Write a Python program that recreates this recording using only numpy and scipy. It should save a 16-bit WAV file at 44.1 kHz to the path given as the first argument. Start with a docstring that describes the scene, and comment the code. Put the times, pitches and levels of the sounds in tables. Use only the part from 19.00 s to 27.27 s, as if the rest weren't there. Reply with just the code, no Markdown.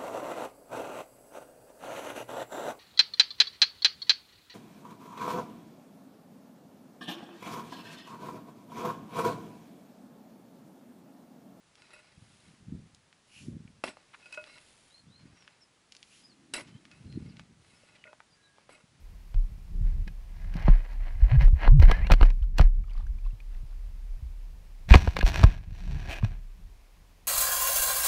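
"""A low sway under a quiet hiss comes first; then a plastic kayak slides off a bank and drifts against a wooden dock.
The sound is heard at a camera fixed to its deck: the mount swings, and the hull booms and groans as decaying or
stick-slip tones. Hard contacts clack through the camera's resonant case; rope and crusted timber scrape it as
dense random catches. Ringing bubbles make the few drips and laps, and wet plastic squeaks in rising chirps."""
import sys
import numpy as np
from scipy import signal
from scipy.fft import rfft, irfft
from scipy.io import wavfile

SR = 44100
rng = np.random.default_rng(int(sys.argv[2]) if len(sys.argv) > 2 else 0)


def master(y):
    """Save y as 16-bit WAV."""
    cut = np.clip(np.atleast_2d(y).T, -1, 1)
    pcm = np.round(cut * 32767)  # scale
    wavfile.write(sys.argv[1], SR, pcm.astype(np.int16))


N = 364707
TIME = np.arange(N) / SR   # s
SLOW_TIME = TIME[::20]   # coarse steps suffice for slow pressure changes


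def from_db(db):
    """Logarithmic level: decibels to amplitude gain."""
    return 10 ** (np.asarray(db) / 20)


def rms_one(x):
    """Normalization: scale to unit mean power."""
    return x / np.sqrt(np.mean(x ** 2) + 1e-20)


def in_time(rows):
    """Linear interpolation: join the rows of a curve by straight lines."""
    s, *columns = np.transpose(rows)
    return [np.interp(TIME, s, column) for column in columns]


def add(out, s, sound):
    """Superposition: mix a sound in at a given time."""
    start = max(round(s * SR), 0)
    out[start:start + len(sound)] += sound[:N - start]


def band(x, low_hz, high_hz, order=2):
    """Causal band-pass filtering."""
    sos = signal.butter(order, [low_hz, min(high_hz, 0.45 * SR)], "band", fs=SR, output="sos")
    return signal.sosfilt(sos, x)


def coloured(x, spectrum):
    """Spectral shaping: weight a steady sound by a spectrum that falls away past its ends; rms 1."""
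    hz, db = np.transpose(spectrum)
    f = np.maximum(np.arange(N // 2 + 1) * SR / N, 1)
    skirts = 1 / (1 + (hz[0] / f) ** 6) / (1 + (f / hz[-1]) ** 6)
    gain = skirts * from_db(np.interp(np.log(f), np.log(hz), db))
    return rms_one(irfft(rfft(x) * gain, N))


def resonate(x, hz, width_hz):
    """Damped resonance: a two-pole mode with gain 1 at its top."""
    r = np.exp(-np.pi * width_hz / SR)
    feed = np.array([1, 0, -1]) * (1 - r * r) / 2
    return signal.lfilter(feed, [1, -2 * r * np.cos(2 * np.pi * hz / SR), r * r], x)


def drift(rate):
    """Slow random fluctuation: interpolated random knots, rate per second, rms 1."""
    knots = rng.standard_normal(int(N / SR * rate) + 2)
    return rms_one(np.interp(TIME * rate, np.arange(len(knots)), knots))


def grains(per_s, spread_db):
    """Random impulse train: tiny catches of a rough surface, of very uneven size; rms 1."""
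    sizes = from_db(spread_db * np.minimum(rng.exponential(1, N), 4.5))
    caught = rng.random(N) < per_s / SR
    return rms_one(sizes * rng.standard_normal(N) * caught)


def swell(s, rise_s, fall_s):
    """Loading and release: pressure builds up to a peak of 1 and lets go."""
    shape = 1.48   # 1 = pointed, 2 = bell-shaped
    away = np.abs((SLOW_TIME - s) / np.where(SLOW_TIME < s, rise_s, fall_s))
    return np.exp(-np.minimum(away ** shape, 40))


def strokes(rows):
    """Incoherent addition: gain of a run of strokes whose powers add."""
    power = sum((from_db(db) * swell(s, rise, fall)) ** 2 for s, db, rise, fall, *_ in rows)
    return np.interp(TIME, SLOW_TIME, np.sqrt(power))


def gritty(rows):
    """Proportional excitation: gain of the hard grains that the same strokes drag along."""
    return strokes([(s, db + rel_db, rise, fall) for s, db, rise, fall, rel_db in rows])


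def swing(db, hz, rise, t60):
    """Free decay: a low vibration builds up during the push, then dies away exponentially."""
    t = TIME[:SR]
    push = np.sin(np.pi / 2 * np.minimum(t / rise, 1))
    decay = from_db(db - 60 * np.maximum(t - rise, 0) / t60)
    return decay * push * np.sin(2 * np.pi * hz * t)


# resonances of the camera case: pitch_hz, width_hz, level_db
CASE_MODES = [(708, 170, -8.5), (977, 41, -5.5), (1050, 12, -5.5), (1660, 67, 3), (1868, 40, -3),
              (2075, 50, -3), (2275, 210, -4.5), (2496, 51, 1), (2790, 51, -5.5), (3026, 41, -1.5),
              (3400, 20, -8), (4280, 720, 4), (5600, 450, -3), (7610, 85, -7.5)]


def case(x):
    """Modal transmission: vibration reaches the microphone directly and through the ringing case."""
    return 0.7 * x + sum(from_db(db) * resonate(x, hz, width) for hz, width, db in CASE_MODES)


# spectrum of the outdoor hiss: frequency_hz, relative_level_db
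AIR_COLOUR = [(200, -1.5), (300, -8.5), (550, -10.5), (1000, -11.5), (1400, -16), (2400, -14.5),
              (3200, -18.5), (5000, -19.5), (8000, -24.5), (12000, -24), (15500, -24)]
# the background dips and recovers: lowest_s, depth_db, sinking_s, recovery_s
AIR_DIPS = [(3.55, 7, 0.17, 0.52), (6.62, 4, 0.25, 0.68)]


def air(level_db=-65):
    """Broadband noise: a quiet outdoor hiss that dips twice."""
    dip_db = sum(db * swell(s, sink, recover) for s, db, sink, recover in AIR_DIPS)
    gain = from_db(level_db - np.interp(TIME, SLOW_TIME, dip_db))
    return gain * coloured(rng.standard_normal(N), AIR_COLOUR)


# how much the boat rocks, before balance: time_s, mount_sway_db, hull_murmur_db
ROCKING = [(0, -42.5, -55.5), (.7, -41.5, -50.5), (.95, -30, -43), (1.25, -39.5, -53.5), (1.6, -36.5, -45),
           (2.0, -31, -59.5), (2.9, -25.5, -30.5), (3.35, -30.5, -44.5), (3.85, -34, -51.5),
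           (4.3, -36, -51.5), (5.2, -38, -62), (5.8, -46.5, -59.5), (6.05, -38.5, -37.5), (6.45, -35, -32),
           (6.66, -50, -58), (6.85, -39, -39), (7.25, -35.5, -37.5), (7.5, -42.5, -67.5), (8.27, -62, -65)]
# spectrum of the hull's murmur: frequency_hz, relative_level_db
MURMUR_COLOUR = [(45, 6.5), (70, 7), (120, -4), (150, -4.5), (180, -4), (230, -20), (400, -22.5)]


def rumble(rubbing, scraping, sway_db=1.0, murmur_db=-0.5, rub_drag_db=-11, scrape_drag_db=-23,
           rub_follows=0.69, scrape_follows=0.38, surge_db=3.5, lull_db=3.0):
    """Randomly driven resonance: the mount sways throughout; friction swells the lumpy murmur of the hull."""
    sway, murmur = in_time(ROCKING)
    swaying = signal.hilbert(resonate(rng.standard_normal(N), 33, 3.3))
    evened = swaying.real / np.abs(swaying) ** 0.69   # the swing seldom stalls
    swaying = rms_one(band(evened, 20, 72))
    lumps = coloured(grains(per_s=1500, spread_db=1.2), MURMUR_COLOUR)
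    rub_drag = from_db(rub_drag_db) * rubbing ** rub_follows
    scrape_drag = from_db(scrape_drag_db) * scraping ** scrape_follows
    drag = np.hypot(rub_drag, scrape_drag)
    murmuring = np.hypot(from_db(murmur + murmur_db), drag) * from_db(surge_db * drift(25)) * lumps
    return from_db(lull_db * drift(9)) * (from_db(sway + sway_db) * swaying + murmuring)


# jolts that set the camera mount swinging: start_s, height_db, push_s
JOLTS = [(0.343, -14, 0.04), (0.831, -20.5, 0.029), (1.685, -3.5, 0.02), (2.429, -4, 0.033),
         (2.659, -4, 0.045), (2.829, -1.5, .015), (2.904, -6.5, 0.014), (3.11, -3, 0.011),
         (3.215, -2.5, 0.0084), (3.621, -5.5, 0.0055), (3.95, -19, 0.039), (4.221, -23.5, 0.058),
         (5.091, -25, .05)]


def jolts(mount_hz=32.1, mount_t60_s=0.32):
    """Impulse response of an oscillator: each jolt leaves the mount swinging at its own low note."""
    out = np.zeros(N)
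    for s, db, push_s in JOLTS:
        add(out, s, swing(db, mount_hz, push_s, mount_t60_s))
    return out


# hard contacts: contact_s, first_5_ms_level_db; before balance: body_over_clack_db, crack_over_clack_db
KNOCKS = [(0.3435, -51.5, 0.5, -3), (1.078, -44.5, -7.5, -6), (1.54, -50, -18, -3), (1.6811, -26, 24, -26),
          (1.686, -37, 5, -16), (2.48, -42.5, 12, -19), (2.677, -26.5, 17, -8), (2.7994, -39, -3, -4),
          (2.825, -30, 10.5, -2), (2.8984, -31, 18, -7), (2.914, -24, -1.5, -7), (3.0695, -38.5, -12, -5.5),
          (3.101, -26.5, 10.5, -11.5), (3.109, -24, 3, -20), (3.1191, -20.5, -2.5, -3),
          (3.137, -27.5, 0.5, -5.5), (3.2117, -28, 5, -10), (3.2293, -25, 2.5, -14), (3.303, -45, -4.5, -4),
          (3.5844, -30.5, -4.5, 1.5), (3.595, -22, 11, -11), (3.611, -29.5, 2, -4), (5.907, -26.5, -7, -8),
          (5.921, -19.5, -11.5, -6), (5.94, -11.5, -6, -20), (5.9445, -15, 11, -19.5),
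          (5.9548, -15, 2, -4.5), (6.075, -28.5, 9, -9), (6.167, -27, -2.5, -6), (6.189, -31.5, 4, 2.5),
          (6.21, -27.5, -21, -13), (6.228, -29, 8, -3), (6.432, -26.5, 8.5, -2.5), (6.438, -20, 4.5, -3),
          (7.2273, -44.5, 6, -22)]


def knocks(crunch=0.25, crunch_t60=0.018, lead_noise_db=-9, lead_noise_t60=0.02, tail_db=-30, tail_t60=0.16,
           body_db=3.5, clack_db=1.0, crack_db=-3.5):
    """Impact excitation: a short noise rises just before each sharp knock; a crunch and faint shiver follow."""
    lead, first = SR // 100, SR // 200   # samples: 10 ms before contact, 5 ms after it
    out, t = np.zeros(N), (np.arange(SR // 6) - lead) / SR
    before = from_db(lead_noise_db - 60 * np.abs(t) / lead_noise_t60)
    after = from_db(-60 * np.abs(t) / crunch_t60) + from_db(tail_db - 60 * np.abs(t) / tail_t60)
    noises = rng.standard_normal((len(KNOCKS), len(t)))
    for (s, db, dull, crack), noise in zip(KNOCKS, noises):
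        force = (t == 0) + crunch * noise * np.where(t < 0, before, after)
        ringing = case(force)
        # padded contacts favour the wooden body, hard ones the clack and crack of the case
        hollow = resonate(force, 160, 160) + 0.43 * resonate(force, 490, 220)
        body = band(ringing + hollow, 130, 1130, order=3)
        clack = band(ringing, 1330, 2900, order=3)
        sparkle = 0.14 * band(force, 7000, 15000)
        snap = band(band(ringing, 1800, 6600), 3400, 12000, order=3) + sparkle
        shares = from_db([dull + body_db, clack_db, crack + crack_db]) / np.hypot(from_db(dull), 1)
        for part, share in zip((body, clack, snap), shares):
            opening = np.std(part[lead:lead + first])
            add(out, s - lead / SR, from_db(db) * share * part / opening)
    return out


# dull blows on the hull: start_s, height_db, pitch_hz
THUDS = [(.346, -28.5, 86), (.81, -25, 89), (1.07, -38, 176), (1.554, -23, 166), (1.645, -14.5, 38.8),
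         (1.682, -10.5, 150.6), (1.682, -21.5, 429), (2.222, -7.5, 45.3), (2.375, -8, 54.5),
         (2.528, -11, 66.3), (2.795, -3.5, 72), (3.02, -15.5, 51.5), (3.118, -16.5, 123),
         (3.415, -13.5, 41.6), (3.595, -13, 144.6), (3.596, -17, 374), (3.596, -4, 49.8),
         (4.33, -35.5, 101), (4.63, -39, 119), (5.224, -25.5, 60.6), (5.909, 4.5, 52), (5.952, 0.5, 70),
         (6.076, -11, 65), (6.234, -7, 36.5), (6.438, 1.5, 83.5), (6.451, -6, 38.8), (6.72, -27, 85),
         (7.233, -11.5, 105), (7.239, -27.5, 184)]


def thuds(rise_cycles=0.45, free_cycles=9.9, pinned_cycles=3.9, pinned_from_s=5.8, pinned_to_s=6.9):
    """Damped modes: the hull booms for a set number of cycles, fewer while the dock holds it."""
    out = np.zeros(N)
    for s, db, hz in THUDS:
        cycles = pinned_cycles if pinned_from_s < s < pinned_to_s else free_cycles   # to fall 60 dB
        add(out, s, swing(db, hz, rise_cycles / hz, cycles / hz))
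    return out


# rope and hands rubbing on the boat as it is launched: peak_s, level_db, rise_s, fall_s, relative_sand_db
RUBS = [(.87, -63, 0.043, 0.11, -15), (1.44, -61, 0.17, 0.083, -12), (1.56, -46, 0.01, 0.1, -18),
        (1.68, -45.5, 0.11, 0.14, -20), (1.92, -52.5, .035, 0.043, -17), (2.07, -51.5, 0.068, 0.1, -24),
        (2.24, -51, 0.04, 0.057, -21), (2.327, -41, 0.031, 0.036, -26), (2.415, -36, 0.013, 0.033, -18.5),
        (2.59, -47.5, 0.018, .03, -27), (2.66, -31.5, 0.044, 0.02, -27),
        (2.832, -33.5, 0.014, 0.023, -16.5), (2.897, -35, 0.021, 0.05, -20.5), (3.0, -48, .07, 0.1, -24.5),
        (3.23, -40.5, 0.031, .045, -16), (3.61, -45.5, 0.027, 0.038, -14)]
# spectrum of the rubbing: frequency_hz, relative_level_db
RUB_COLOUR = [(150, -38.5), (250, 2), (407, -3), (561, 4.5), (799, 3), (1440, -2), (1650, -1), (2020, 2),
              (2230, -4), (3130, -8.5), (3400, -17), (4230, -21.5), (5270, -37), (14000, -55)]


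def rub(pressure, rub_db=0.0, uneven_db=1.74, sparkle_db=-13):
    """Dry friction: fibres catch densely under fluttering pressure; fine sand crackles between them."""
    catches = case(grains(per_s=4000, spread_db=3.2))
    specks = grains(per_s=1200, spread_db=3.2)
    sparkle = from_db(sparkle_db) * rms_one(band(specks, 7500, 14000))
    sand = rms_one(band(specks, 3500, 5770, order=3)) + sparkle
    flutter = from_db(rub_db + uneven_db * drift(120))
    return flutter * (pressure * coloured(catches, RUB_COLOUR) + gritty(RUBS) * sand)


# the hull judders over the edge, one row per shove: start_s, length_s, top_slip_rate_hz, top_speed_level_db
GROANS = [(2.315, 0.07, 134, -14), (2.405, 0.039, 148, -22.5), (2.709, .105, 150, -15)]


def groan(slowest_hz=70, overtone_db=-32, waver=0.031, slow_gain=1.7, fade=0.71):
    """Stick-slip: a low, nearly pure tone follows each shove's speed; slower slips gain width, ends fade."""
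    out, wander = np.zeros(N), 1 + waver * drift(60)
    for s, length, top_hz, db in GROANS:
        speed = np.abs(np.sin(np.linspace(0, np.pi, round(length * SR))))
        hz = slowest_hz + (top_hz - slowest_hz) * speed
        phase = 2 * np.pi * np.cumsum(hz * wander[round(s * SR):][:len(hz)]) / SR
        width = from_db(db) * speed ** fade * (top_hz / hz) ** slow_gain
        add(out, s, width * (np.sin(phase) + from_db(overtone_db) * np.sin(2 * phase)))
    return out


# wet plastic squeaking on the edge: start_s, length_s, first_pitch_hz, last_pitch_hz, level_db
SQUEAKS = [(2.916, 0.049, 1570, 1820, -36), (2.978, 0.03, 1704, 1770, -42.5),
           (3.013, .057, 1790, 2430, -43)]


def squeaks(jitter=0.007, upper_db=-7):
    """Stick-slip harmonics: in quick rising chirps two neighbouring overtones of the slipping stand out."""
    out, waver = np.zeros(N), 1 + jitter * drift(900)
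    for s, length, first_hz, last_hz, db in SQUEAKS:
        along = np.linspace(0, 1, round(length * SR))
        hz = first_hz + (last_hz - first_hz) * along
        phase = 2 * np.pi * np.cumsum(hz * waver[:len(along)]) / SR
        overtone = np.sin(phase * 6 / 5)   # sixth beside fifth harmonic
        envelope = from_db(db) * np.sin(np.pi * along) ** 0.5
        add(out, s, envelope * (np.sin(phase) + from_db(upper_db) * overtone))
    return out


# small waves against the hull: peak_s, level_db before balance, half_length_s
LAPS = [(3.433, -60, 0.014), (3.91, -63, 0.045), (3.992, -56, 0.047), (4.264, -58.5, 0.016),
        (4.548, -62.5, .04), (4.718, -63.5, 0.029), (5.046, -74.5, 0.16), (5.438, -71, 0.035)]
# drips and small bubbles beside the hull: start_s, level_db, starting_pitch_hz
DRIPS = [(3.838, -56, 2230), (3.842, -52, 1220), (3.882, -53, 1140), (3.897, -52, 2820), (3.913, -51, 2300),
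         (3.935, -55, 4540), (3.953, -47, 1060), (3.978, -66, 4600), (4.008, -48, 1150), (4.067, -47, 1550),
         (4.068, -59, 5850), (4.186, -52.5, 2340), (4.25, -53, 2550), (4.263, -45, 1050),
         (4.307, -55, 2660), (4.403, -44.5, 2370)]


def water(ring_t60=0.024, climb=4.7, splash=0.48, lap_db=-2.0):
    """Bubble resonance: bubbles ring briefly and rise in pitch; small waves shed a patter of tiny ones."""
    out, t = np.zeros(N), TIME[:SR // 12]
    noises = rng.standard_normal((len(DRIPS), len(t)))
    for (s, db, hz), noise in zip(DRIPS, noises):
        tone = np.sin(2 * np.pi * hz * t * (1 + climb * t))
        bubble = tone + splash * band(noise, hz / 2, hz * 2)
        add(out, s, from_db(db - 60 * t / ring_t60) * bubble)
    pitches = np.geomspace(650, 4800, num=14)
    patter = rms_one(sum(resonate(grains(per_s=160, spread_db=3.5), hz, hz / 9) / hz for hz in pitches))
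    waves = sum(from_db(db + lap_db) * np.exp(-((TIME - s) / length) ** 2) for s, db, length in LAPS)
    return out + patter * waves


# crusted rope and timber passing over the case, before balance: peak_s, level_db, rise_s, fall_s, relative_grit_db
SCRAPES = [(5.893, -35.5, .004, 0.11, -5.5), (6.02, -49, 0.048, 0.14, -3.5), (6.272, -35, 0.016, 0.033, -2),
           (6.38, -34.5, 0.056, 0.037, -7), (6.48, -47, .07, .085, -8.5), (6.76, -61, 0.031, 0.28, -2),
           (7.03, -54, 0.2, 0.17, -6.5), (7.13, -43, 0.064, 0.05, -11.5), (7.245, -51.5, .018, 0.043, -8),
           (7.33, -60, .05, .04, -16)]
# spectrum of the rasp: frequency_hz, relative_level_db
SCRAPE_COLOUR = [(170, -4), (300, 6.5), (480, -3), (690, 2.5), (1300, -3.5), (1750, -1.5), (2100, -5.5),
                 (2550, -2), (3300, -11), (4300, -22)]
# spectrum of the grit: frequency_hz, relative_level_db
GRIT_COLOUR = [(3600, 1.5), (4300, -9), (5050, -9.5), (5700, -6), (7400, -13), (9000, -15.5), (11000, -19),
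               (14000, -13.5), (15500, -31)]


def scrape(pressure, scrape_db=2.0, grit_db=-2.0, uneven_db=1.0):
    """Roughness excitation: rough timber sets the case ringing; sharp crust adds grit."""
    catches = case(grains(per_s=3000, spread_db=3.6))
    rasp = pressure * from_db(scrape_db) * coloured(catches, SCRAPE_COLOUR)
    crust = gritty(SCRAPES) * from_db(grit_db) * coloured(catches, GRIT_COLOUR)
    return from_db(uneven_db * drift(130)) * (rasp + crust)


# crust dragging hard on the case: time_s, level_db of the case's ringing
CHATTER = [(7.085, -58), (7.102, -40.5), (7.145, -44.5), (7.165, -51), (7.2, -58)]


def chatter(timber_hz=670, timber_width_hz=80, timber_db=-5, rasp_hz=2400, rasp_width_hz=500, rasp_db=-4):
    """Irregular stick-slip: under pressure the case and the timber ring on every uneven slip."""
    db, = in_time(CHATTER)
    slips = grains(per_s=900, spread_db=1.5)
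    low_modes = [mode for mode in CASE_MODES if mode[0] < 3100]
    ringing = sum(from_db(mode_db) * resonate(slips, hz, width) for hz, width, mode_db in low_modes)
    timber = from_db(timber_db) * rms_one(resonate(slips, timber_hz, timber_width_hz))
    twice = resonate(resonate(slips, rasp_hz, rasp_width_hz), rasp_hz, rasp_width_hz)
    rasp = from_db(rasp_db) * rms_one(twice)
    pressed = (TIME > CHATTER[0][0]) & (TIME < CHATTER[-1][0])
    return pressed * from_db(db) * (rms_one(ringing) + timber + rasp)


def scene():
    """Superposition of boat, dock and water over quiet outdoor air."""
    rubbing, scraping = strokes(RUBS), strokes(SCRAPES)
    hull = rumble(rubbing, scraping) + jolts() + thuds() + groan()
    friction = rub(rubbing) + squeaks() + scrape(scraping) + chatter()
    return (air() + hull + knocks() + friction + water())[None]


def record(dry, top=0.83, cutoff_hz=15600):
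    """Band-limited, saturating microphone: no steady pressure, largest swings rounded, top treble cut."""
    moving = signal.sosfilt(signal.butter(1, 6, "high", fs=SR, output="sos"), dry)
    rounded = moving / (1 + (moving / top) ** 8) ** (1 / 8)
    return signal.sosfilt(signal.ellip(10, 0.1, 90, cutoff_hz, fs=SR, output="sos"), rounded)


dry = scene()
out = record(dry)
master(out)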